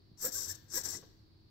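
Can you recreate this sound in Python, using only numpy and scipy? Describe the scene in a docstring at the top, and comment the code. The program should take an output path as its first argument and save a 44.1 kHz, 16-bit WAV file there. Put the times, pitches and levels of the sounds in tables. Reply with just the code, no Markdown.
"""A low hum and faint hiss in a quiet workshop, then two pairs of short servo whirs, heard close.
The servos move a plastic mechanical eye on a cardboard box. Tooth contacts are clicks and chatter that
excite the servo cases; grinding and gliding whines sound through the plastic frame.
Levers knock softly, the box booms faintly and the lid settles with taps; bench and room add echoes."""
import sys
import numpy as np
from scipy import signal
from scipy.fft import rfft, irfft, next_fast_len
from scipy.io import wavfile
from scipy.ndimage import map_coordinates

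SR = 44100
rng = np.random.default_rng(int(sys.argv[2]) if len(sys.argv) > 2 else 0)


def wav_out(sig):
    """Save sig, one row per channel (or a flat mono array), as 16-bit PCM at SR to the path in sys.argv[1]."""
    wavfile.write(sys.argv[1], SR, np.round(np.clip(np.atleast_2d(sig).T, -1, 1) * 32767).astype(np.int16))


N = 66150

# room noise spectrum shapes: (frequency [Hz], relative density [dB])
RUMBLE_SHAPE = [(12, -40), (20, -12), (42, -9), (65, -11), (101, -5), (145, -8), (167, -18), (204, -15),
                (282, -19), (318, -13), (507, -30), (2500, -45), (3250, -76), (5500, -120)]
HISS_SHAPE = [(1200, -12.5), (2500, -17), (3500, -12.5), (4500, 0), (5200, -11.5), (6300, -25.5),
              (9000, -31), (13000, -27.5), (16000, -23.5)]
# left-right correlation of the room noise: (frequency [Hz], correlation [0-1])
NOISE_CORRELATION = [(40, 1), (300, 0.31), (800, 0), (2000, 0), (10000, 0.091)]
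# room hum: (frequency [Hz], mean level [dB])
HUM_TONES = [(97, -72), (199, -81), (317, -73)]
RUMBLE_DB, HISS_DB = -63.5, -73

# room decay: (frequency [Hz], t60 [s])
ROOM_T60 = [(150, 0.93), (1000, 0.8), (6000, 0.55), (15000, 0.72)]
# room response: (frequency [Hz], relative gain [dB])
ROOM_RESPONSE = [(1500, 8.5), (3700, 10), (6000, -7), (9000, -16.5), (13000, -7)]
WHIR_TO_ROOM_DB, BODY_TO_ROOM_DB, BENCH_DB, BENCH_T60_S = -11, -21, -8, 0.033

# box rocking under the moving eye: (start [s], length [s], level [dB])
BOX_ROCKING = [(0.305, 0.12, -56), (0.441, 0.12, -52.5), (0.618, 0.062, -55), (0.806, 0.092, -53),
               (0.9, 0.14, -56.5)]
BOX_HZ, BOX_SECOND_HZ, BOX_SECOND_DB = 89.37, 133, -10
BOX_WAVER_SHARE, BOX_UNEVEN_DB = 0.082, 2

# linkage knocks: (time [s], peak [dB], centre [Hz], time to fall 20 dB [s])
LINKAGE_KNOCKS = [(0.115, -49, 134, 0.0028), (0.933, -53, 1010, 0.054), (0.944, -48, 248, 0.12),
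                  (1.027, -58, 765, 0.032)]
# lid taps against the frame: (time [s], peak [dB])
LID_TAPS = [(1.025, -58.5), (1.034, -51), (1.046, -59.5)]
TAP_FALL_20DB_S, TAP_NOISE_GAIN = 0.014, 0.053

# grinding in the frame: (time [s], level [dB])
GRIND_LEVEL = [(.17, -80), (.225, -58), (.262, -49.5), (.305, -63.5), (.36, -61), (.42, -59), (.47, -61.5),
               (.505, -60), (.59, -75.5), (.69, -76.5), (.745, -53), (.777, -49), (.83, -63), (.862, -51.5),
               (.91, -59), (.947, -56.5), (1.0, -78.5)]
# plastic frame and box response: (frequency [Hz], relative gain [dB])
FRAME_RESPONSE = [(60, -5), (200, -4), (330, -6), (500, -4), (620, -14), (800, -17), (1000, -9.5),
                  (1250, -16), (1650, -7), (1850, -14), (2020, -15), (2400, -23), (4000, -38)]
# frame resonances: (centre [Hz], width [Hz], relative gain [dB])
FRAME_RESONANCES = [(319, 10, 0), (478, 72, -0.5), (711.4, 22, -3), (986, 80, -15.5), (1577, 23, -24.5)]
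# frame sound, left over right: (frequency [Hz], difference [dB])
FRAME_LEFT_OVER_RIGHT = [(300, 0), (550, -1), (800, 3), (1200, 7), (1700, 11), (2700, 7)]
# gear whines:
# (start [s], length [s], first pitch [Hz], last pitch [Hz], level before trim [dB], pitch jitter [share])
GEAR_WHINES = [(0.239, 0.039, 465, 531.5, -39.5, 0.0047), (0.222, 0.082, 1106, 1767, -54.5, 0.036),
               (0.232, 0.067, 698, 713, -59.5, .004), (0.272, 0.025, 394, 181, -47.5, 0.053),
               (0.348, 0.029, 1524, 1515, -52, 0.036), (0.354, 0.063, 1140, 1118, -62.5, 0.015),
               (0.487, 0.045, 1610, 1700, -54, .06), (0.735, 0.037, 318, 380.6, -49.5, 0.018),
               (0.739, 0.057, 1685, 1629, -51, .015), (.762, 0.027, 440.6, 546, -49.5, 0.031),
               (.766, .035, 1960, 1980, -54.5, 0.0095), (.768, 0.027, 954, 983.3, -54.5, .03),
               (.925, 0.052, 2013, 1992, -60, 0.018)]
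FRAME_RING_DB, WHINE_TRIM_DB, WHINE_ROUGH_DB = -5, -3, 2.5

# gear mesh speed: (time [s], tooth rate [Hz])
MESH_SPEED = [(.2, 329.1), (.24, 479.2), (.266, 522.6), (.3, 240.6), (.36, 380), (.52, 418.5), (.57, 300),
              (.7, 250.2), (.78, 542.6), (.83, 297.6), (.86, 472), (1.0, 200.1)]
# gear drive, one list per pair of whirs:
# (time [s], rattle level before trim [dB], treble relative to it [dB])
GEAR_DRIVE = [
    [(0.165, -101, -16), (0.175, -64, -16.5), (0.227, -41, -2.5), (0.245, -42.5, 1), (0.257, -36.5, -1),
     (0.271, -44, 2.5), (0.291, -45, -6), (0.304, -56.5, -14.5), (0.316, -53, -8), (0.321, -43.5, -9.5),
     (0.353, -39.5, -6), (0.437, -41, -10), (0.475, -48.5, -9), (0.485, -41, -10), (0.521, -42, -7.5),
     (0.537, -56, -15), (0.555, -47.5, -14.5), (0.571, -71.5, -9), (0.6, -70.5, -8)],
    [(0.675, -93.5, -11), (0.683, -68, -20), (0.709, -49.5, -19.5), (0.757, -36.5, -4.5),
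     (0.781, -37, -5.5), (0.809, -46.5, -9.5), (0.815, -44, -12), (0.829, -63.5, -7), (0.837, -46, -11.5),
     (0.846, -42, -8.5), (0.857, -35, -16), (0.877, -45, -10), (0.903, -39.5, -11.5), (0.971, -44.5, -16.5),
     (1.001, -65.5, -13), (1.02, -66, -8.5)],
]
# rattle spectrum shape on each side: (frequency [Hz], relative gain [dB])
LEFT_RATTLE = [(900, -59.5), (2700, -31.5), (3700, -17), (4900, -11), (5600, -4), (6100, -3.5), (6700, -7),
               (7500, -6), (8300, -12), (9300, -21), (11000, -23.5), (16000, -62.5)]
RIGHT_RATTLE = [(900, -57), (2700, -32.5), (3700, -41), (4600, -22.5), (5700, -21.5), (7400, -27.5),
                (8600, -22.5), (9500, -37), (11000, -18), (16000, -45)]
# fine tooth scrape: (frequency [Hz], relative gain [dB])
SCRAPE_SHAPE = [(4000, -38), (8000, -18), (9600, -11), (11000, -14), (12400, -4), (13200, -1), (14100, 0),
                (15100, -3), (15800, -6)]
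# low and high servo case modes, then thin modes rung with the scrape:
# (centre [Hz], width [Hz], relative gain [dB])
LOW_CASE_MODES = [(4830, 120, -14), (5320, 60, -7), (5510, 50, -1), (5600, 50, -3), (5730, 45, -1),
                  (5825, 45, 0), (6005, 60, -2), (6110, 60, -6), (6250, 50, -5), (6400, 45, -4)]
HIGH_CASE_MODES = [(7220, 120, -6), (7370, 110, -5), (7540, 90, 0), (7740, 140, -7), (8560, 170, -13)]
THIN_MODES = [(12400, 90, -6), (13160, 50, 0), (13850, 90, -3), (14040, 60, 0), (14350, 110, -3),
              (14900, 60, -4), (15170, 70, -3)]
TOOTH_SCATTER_TEETH, TOOTH_SIZE_DB, CHATTER_PER_S, CHATTER_DB = .07, 2, 16000, 4.5
RATTLE_DB, LOW_RING_DB, HIGH_RING_DB = -0.5, -1, 3
SCRAPE_DB, SCRAPE_LEFT_DB, SCRAPE_RING_DB = 4, -1.45, -4.5
SHUDDER_DB, SHUDDER_PER_S = 0.5, 260
CASE_CUT_HZ, RIGHT_LEAD_S = 2310, .000243

TOP_HZ = 15900


def amp(db):
    """Decibels to gain."""
    return 10 ** (np.asarray(db) / 20)


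def unit(x):
    """Scale to rms 1."""
    return x / np.sqrt(np.mean(x ** 2) + 1e-20)


def along(points, hz):
    """Interpolate (Hz, value) points on a log frequency axis."""
    f, v = np.transpose(points)
    return np.interp(np.log(hz + 1), np.log(f + 1), v)


def curves(rows):
    """One value per sample for each column after the time."""
    s, *cols = np.transpose(rows)
    return [np.interp(np.arange(N) / SR, s, c) for c in cols]


def running(rows):
    """True between the first and last time of a curve."""
    t = np.arange(N) / SR
    return (t > rows[0][0]) & (t < rows[-1][0])


def swell(start_s, length_s):
    """Progress through an event (0-1) and its arched envelope."""
    progress = np.clip((np.arange(N) / SR - start_s) / length_s, 0, 1)
    return progress, np.sin(np.pi * progress)


def wobble(knots_per_s):
    """Smooth random curve through normally distributed knots."""
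    knots = rng.standard_normal(2048)
    return map_coordinates(knots, [np.arange(N) * knots_per_s / SR], mode="wrap")


def filtered(x, response):
    """Multiply the spectrum of x by a complex response of frequency."""
    m = next_fast_len(N + SR // 2)
    return irfft(rfft(x, m) * response(np.fft.rfftfreq(m, 1 / SR)), m)[..., :N]


def coloured(x, spectrum):
    """Shape x by (Hz, dB) points."""
    return filtered(x, lambda hz: amp(along(spectrum, hz)))


def ringing(x, modes):
    """Excite parallel second-order resonances of alternating sign; rms 1."""
    def response(hz):
        total = 0
        for k, (centre_hz, width_hz, db) in enumerate(modes):
            damping = 1j * hz * width_hz
            total = total + (-1) ** k * amp(db) * damping / (centre_hz ** 2 - hz ** 2 + damping)
        return total
    return unit(filtered(x, response))


def air(spectrum):
    """Steady stereo noise of rms 1; the mid-side balance sets the left-right correlation."""
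    def mid_side(hz):
        angle = np.arccos(np.clip(along(NOISE_CORRELATION, hz), -1, 1)) / 2
        return amp(along(spectrum, hz)) * np.array([np.cos(angle), np.sin(angle)])
    mid, side = filtered(rng.standard_normal((2, N)), mid_side)
    return unit(np.array([mid + side, mid - side]))


def background():
    """Low rumble and faint hiss of shaped noise, with hum tones wavering in level and phase."""
    t = np.arange(N) / SR
    hum = np.zeros(N)
    for hz, db in HUM_TONES:
        level = amp(db + 2 * wobble(9))
        hum += level * np.sin(2 * np.pi * hz * t + .5 * wobble(9))
    return amp(RUMBLE_DB) * air(RUMBLE_SHAPE) + amp(HISS_DB) * air(HISS_SHAPE) + hum


def room(x):
    """Workshop tail: noise in which each frequency decays at its own rate."""
    hz, t, z = signal.stft(rng.standard_normal((2, SR)), SR, nperseg=256)
    decay = amp(-60 * t / along(ROOM_T60, hz)[:, None])
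    tail = signal.istft(z * decay, SR, nperseg=256)[1]
    tail /= np.linalg.norm(tail[0])
    return signal.fftconvolve(coloured(x, ROOM_RESPONSE), tail, axes=1)[:, :N]


def bench(x):
    """Early echoes from things on the bench, as 50 ms of decaying noise."""
    t = np.arange(SR // 20) / SR
    echoes = rng.standard_normal((2, len(t))) * amp(-60 * t / BENCH_T60_S)
    return signal.fftconvolve(x, echoes / np.linalg.norm(echoes[0]), axes=1)[:, :N]


def box():
    """Rocking drives the cardboard box's two lowest resonances, as uneven, wavering sines."""
    drive = sum(amp(db) * swell(start_s, length_s)[1] for start_s, length_s, db in BOX_ROCKING)

    def boom(centre_hz):
        level = amp(BOX_UNEVEN_DB * wobble(40))
        hz = centre_hz * (1 + BOX_WAVER_SHARE * wobble(40))
        return level * np.sin(2 * np.pi * np.cumsum(hz) / SR)

    return drive * (boom(BOX_HZ) + amp(BOX_SECOND_DB) * boom(BOX_SECOND_HZ))


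def linkage():
    """Levers take up their play: a push and a noisy shudder, band-passed to a dull knock."""
    out, t = np.zeros(N + SR), np.arange(SR // 4) / SR
    for time_s, db, centre_hz, fall_s in LINKAGE_KNOCKS:
        shudder = rng.standard_normal(len(t)) * amp(-20 * t / fall_s)
        push = np.exp(-t * centre_hz * 2 * np.pi)
        band_hz = [centre_hz / 1.7, centre_hz * 1.7]
        band = signal.butter(2, band_hz, "band", fs=SR, output="sos")
        knock = signal.sosfilt(band, shudder + push)
        out[round(time_s * SR):][:len(t)] += amp(db) * knock / np.abs(knock).max()
    return out[:N]


def eyelid():
    """The lid settles in quick taps: an impulse and decaying noise ring the frame."""
    out, t = np.zeros(2 * N), np.arange(N) / SR
    for time_s, db in LID_TAPS:
        noise = rng.standard_normal(N) * amp(-20 * t / TAP_FALL_20DB_S)
        contact = signal.unit_impulse(N) + TAP_NOISE_GAIN * noise
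        ring = ringing(contact, FRAME_RESONANCES)
        out[round(time_s * SR):][:N] += amp(db) * ring / np.abs(ring).max()
    return out[:N]


def contacts(teeth_passed):
    """Scattered clicks, one per meshing tooth, plus random chatter of loose gears; rms 1."""
    tooth = np.arange(1024)
    scattered = tooth + TOOTH_SCATTER_TEETH * rng.standard_normal(len(tooth))
    at = np.interp(scattered, teeth_passed, np.arange(N), right=N)
    sizes = amp(TOOTH_SIZE_DB * rng.standard_normal(len(tooth)))
    clicks = np.bincount(at.astype(int), sizes, N + 1)[:N]
    chatter = (rng.random(N) < CHATTER_PER_S / SR) * rng.standard_normal(N)
    return unit(unit(clicks) + amp(CHATTER_DB) * unit(chatter))


def whines():
    """Short gear whines: arched, rough sines that glide in pitch."""
    out = np.zeros(N)
    for start_s, length_s, first_hz, last_hz, db, jitter in GEAR_WHINES:
        progress, arch = swell(start_s, length_s)
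        hz = (first_hz + (last_hz - first_hz) * progress) * (1 + jitter * wobble(400))
        level = amp(db + WHINE_TRIM_DB + WHINE_ROUGH_DB * wobble(200))
        out += level * arch * np.sqrt(2) * np.sin(2 * np.pi * np.cumsum(hz) / SR)
    return out


def frame(teeth_passed):
    """Tooth grinding rings the plastic frame's resonances; whines share its stereo tilt."""
    level_db, = curves(GRIND_LEVEL)
    grind = unit(coloured(contacts(teeth_passed), FRAME_RESPONSE))
    grind = amp(level_db) * running(GRIND_LEVEL) * grind
    ring = amp(FRAME_RING_DB) * grind.std() * ringing(grind, FRAME_RESONANCES)
    halves = np.array([[.5], [-.5]])
    return filtered(grind + ring + whines(), lambda hz: amp(along(FRAME_LEFT_OVER_RIGHT, hz) * halves))


def gears(teeth_passed):
    """Tooth contacts rattle and ring the servo cases; the treble curve lifts high modes and scrape."""
    effort, bright = np.zeros(N), np.zeros(N)
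    for move in GEAR_DRIVE:
        level_db, treble_db = curves(move)
        effort += amp(level_db) * running(move)
        bright += amp(level_db + treble_db) * running(move)
    teeth = contacts(teeth_passed)
    rattle = np.array([coloured(contacts(teeth_passed), side) for side in (LEFT_RATTLE, RIGHT_RATTLE)])
    pair = amp(RATTLE_DB) * effort * rattle / rattle[0].std()
    # case modes sound on the left only
    pair[0] += amp(LOW_RING_DB) * effort * ringing(teeth, LOW_CASE_MODES)
    pair[0] += amp(HIGH_RING_DB) * np.sqrt(effort * bright) * ringing(teeth, HIGH_CASE_MODES)
    scrape = unit(coloured(contacts(teeth_passed), SCRAPE_SHAPE))
    scrape = unit(scrape + amp(SCRAPE_RING_DB) * ringing(teeth, THIN_MODES))
    pair += amp(SCRAPE_DB + SCRAPE_LEFT_DB * np.array([[1], [-1]])) * bright * scrape
    pair *= amp(SHUDDER_DB * wobble(SHUDDER_PER_S))
    pair = signal.sosfilt(signal.butter(2, CASE_CUT_HZ, "high", fs=SR, output="sos"), pair)
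    # half the lead delays the left, half advances the right
    shift_s = RIGHT_LEAD_S / 2 * np.array([[-1], [1]])
    return filtered(pair, lambda hz: np.exp(2j * np.pi * hz * shift_s))


def scene():
    """One mesh speed drives gears and frame; the bench echoes the whir, the room whir and body."""
    mesh_hz, = curves(MESH_SPEED)
    teeth_passed = np.cumsum(mesh_hz) / SR
    whir = gears(teeth_passed)
    body = frame(teeth_passed) + linkage() + eyelid()
    sent = amp(WHIR_TO_ROOM_DB) * whir + amp(BODY_TO_ROOM_DB) * body
    echoes = amp(BENCH_DB) * bench(whir) + room(sent + 0.39 * sent[::-1])  # 0.39: left-right crossfeed
    return whir + body + box() + echoes + background()


def record(dry):
    """Band limit: the treble falls steeply to nothing 150 Hz above TOP_HZ."""
    return filtered(dry, lambda hz: np.clip((TOP_HZ + 150 - hz) / 400, 0, 1) ** 2)


dry = scene()
out = record(dry)
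wav_out(out)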